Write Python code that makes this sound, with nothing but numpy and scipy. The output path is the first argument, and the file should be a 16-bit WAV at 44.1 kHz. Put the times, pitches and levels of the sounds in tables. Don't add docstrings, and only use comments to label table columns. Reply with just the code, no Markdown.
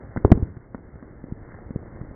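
import sys
import numpy as np
from scipy import signal
from scipy.fft import rfft, irfft, next_fast_len
from scipy.io import wavfile
from scipy.ndimage import map_coordinates

SR = 44100
rng = np.random.default_rng(int(sys.argv[2]) if len(sys.argv) > 2 else 0)


def persist_wave(psi):
    counts = np.round(np.clip(psi, -1, 1) * 32767).astype(np.int16)
    wavfile.write(sys.argv[1], SR, np.atleast_2d(counts).T)


N = 94815

# frequency in Hz, level in dB.
HISS_SPECTRUM = [(100, -15), (500, -6.5), (850, 4), (1200, -0.5), (1550, 3.5), (2100, -1), (2600, -48)]


def amp(db):
    return 10 ** (np.asarray(db) / 20)


def filtered(x, response):
    size = next_fast_len(len(x) + 8192)
    return irfft(rfft(x, size) * response(np.fft.rfftfreq(size, 1 / SR)), size)[:len(x)]


def coloured(x, spectrum):
    points_hz, db = np.transpose(spectrum)
    shaped = filtered(x, lambda hz: amp(np.interp(np.log(hz + 1), np.log(points_hz + 1), db)))
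    return shaped / np.sqrt(np.mean(shaped ** 2) + 1e-20)


def noise(spectrum, size=N):
    return coloured(rng.standard_normal(size), spectrum)


def wobble(knots_per_s):
    return map_coordinates(rng.standard_normal(256), [np.arange(N) * knots_per_s / SR], mode="mirror")


def envelope(points):
    return amp(np.interp(np.arange(N) / SR, *np.transpose(points)))


def thud(t_s, width_ms, rebound_ms):
    spread, share = 2.02, 0.88
    t_ms = t_s * 1000
    push = np.exp(-(t_ms / width_ms) ** 2)
    pull = np.exp(-((t_ms - rebound_ms) / (spread * width_ms)) ** 2)
    return push - share / spread * pull


def rumble():
    # frequency in Hz, level in dB.
    spectrum = [(10, -19), (25, 0.5), (60, -3), (115, -0.5), (180, -10), (300, -7), (520, -13),
                (800, -21.5), (2200, -33)]
    return amp(0.4 * wobble(knots_per_s=12.88)) * noise(spectrum)


def hiss():
    return amp(2.3 * wobble(knots_per_s=25)) * noise(HISS_SPECTRUM)


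def crackle(ticks_per_s=200, spread_db=6):
    when, size = rng.random((int(ticks_per_s * N / SR), 2)).T
    ticks = np.bincount((when * N).astype(int), amp(spread_db * size), N)
    return coloured(ticks, HISS_SPECTRUM)


def patter(thuds_per_s=60, median_width_ms=0.81, spread_db=10):
    out = np.zeros(N + SR)
    t_s = np.arange(-256, 768) / SR
    for when, size, width in rng.random((int(thuds_per_s * N / SR), 3)):
        width_ms = median_width_ms * 2 ** (3 * (width - 0.5))
        pulse = thud(t_s, width_ms, rebound_ms=3 * width_ms)
        out[int(when * N):][:len(t_s)] += amp(spread_db * (size + 0.5)) * pulse
    return out[:N]


def background():
    # time in seconds, gain in dB.
    low_levels = [(0.0, -41.5), (0.15, -43.5), (0.32, -40), (0.36, -38.5), (0.52, -50), (0.77, -48),
                  (2.04, -41.5), (2.15, -42.5)]
    high_levels = [(0, -57.5), (.2, -58), (.5, -62), (.7, -66), (1.15, -61.5), (1.35, -66), (1.48, -58.5),
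                   (1.55, -52), (1.64, -62), (2.0, -59.5), (2.15, -60.5)]
    low = rumble() + amp(-4.5) * patter()
    high = hiss() + amp(-3.5) * crackle()
    return envelope(low_levels) * low + amp(-1) * envelope(high_levels) * high


def forest_echo(blow, level_db=-18, t60_s=0.52, rise_s=0.0037):
    # frequency in Hz, echo level in dB.
    spectrum = [(20, -12.5), (70, -6), (130, -0.5), (200, -12.5), (400, 0), (700, -12.5), (1000, -2),
                (2200, -31.5)]
    t_s = np.arange(SR // 2) / SR
    tail = noise(spectrum, len(t_s)) * amp(-60 * t_s / t60_s) * (1 - np.exp(-t_s / rise_s))
    echo = signal.fftconvolve(blow, tail)[:N]
    return amp(level_db) * echo * np.linalg.norm(blow) / (np.linalg.norm(echo) + 1e-12)


def fragments(ring_t60_s=0.035, grit_t60_s=0.028):
    # time in seconds, level in dB, push width in ms, rebound delay in ms,
    # ring pitch in Hz, ring and grit levels in dB relative to the push.
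    landings = [ (.1630, -14.5, .33, 2.23, 293, -16, -21.5), (0.172, -15, 0.8, 4.04, 202, -2, -12),
                (.2480, -11.5, 1.34, 3.6, 95, 8.5, -24.5), (0.2495, 0.5, 0.36, 0.79, 410, -9, -33.5),
                (0.2564, -8.5, 0.68, 4.2, 330, -18.5, -24), (.2790, -19.5, 0.49, 3.0, 170, -13, -25.5),
                (.3040, -18.5, 0.42, 2, 400, -2, -46), (0.3185, 6.5, 0.832, 2.5, 117.6, -14, -23),
                (0.322, 2.5, 0.56, 1, 184.5, -1.5, -28.5), (0.355, -18, 2.8, 9.2, 120.2, -17.5, -37),
                (0.3751, -18, 0.62, 0.91, 244, 0, -21), (0.427, -10.5, 1.19, 3.6, 85, 0.5, -35.5),
                (0.5688, -28.5, 0.86, 2.86, 148, 3, -12.5), (0.747, -19.5, 0.29, 1.4, 264.6, -5, -13.5),
                (.7800, -35, 0.3, 3, 300, -6, -14), (.9580, -28.5, 0.8, 4, 129, -11, -27),
                (1.027, -27.5, 0.89, 1, 267, -8, -14.5), (1.2410, -22.5, 0.8, 1.3, 300, -11.5, -28),
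                (1.324, -13.5, 1.34, 1.08, 170, -31, -47), (1.5200, -32.5, 0.17, 0.33, 500, -23, -10),
                (1.5880, -30, 0.23, 0.84, 407, -32, -13.5), (1.7075, -20.5, 0.91, 1.86, 280, -8, -23),
                (1.761, -12.5, 0.82, 2.46, 130, -25, -34.5), (1.8290, -34, 0.31, 2.16, 330, -1, -16),
                (2.0127, -25, 1.8, 1.45, 139, 2.5, -18), ]
    # frequency in Hz, level in dB.
    grit_spectrum = [(20, -24), (200, 8), (800, -3), (1400, -1), (2100, -5.5), (2600, -52.5)]
    out = np.zeros(N)
    for at_s, level_db, width_ms, rebound_ms, ring_hz, ring_db, grit_db in landings:
        t_s = np.arange(N) / SR - at_s
        ring_age_s = np.maximum(t_s - rebound_ms / 1000, 0)
        ring = -np.sin(2 * np.pi * ring_hz * ring_age_s) * amp(ring_db - 60 * ring_age_s / ring_t60_s)
        grit = noise(grit_spectrum) * (t_s > 0) * amp(grit_db - 60 * np.abs(t_s) / grit_t60_s)
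        blow = amp(level_db) * (thud(t_s, width_ms, rebound_ms) + ring + grit)
        out += blow + forest_echo(blow)
    return out


def scene():
    return (fragments() + background())[None]


def record(dry):
    dull_hz, top_hz, knee_hardness = 2200, 15000, 50
    dull = filtered(dry[0], lambda hz: 1 / np.sqrt(1 + (hz / dull_hz) ** 80))
    flattened = dull / (1 + np.abs(dull) ** knee_hardness) ** (1 / knee_hardness)
    return filtered(flattened, lambda hz: 1 / np.sqrt(1 + (hz / top_hz) ** 30))[None]


dry = scene()
out = record(dry)
persist_wave(out)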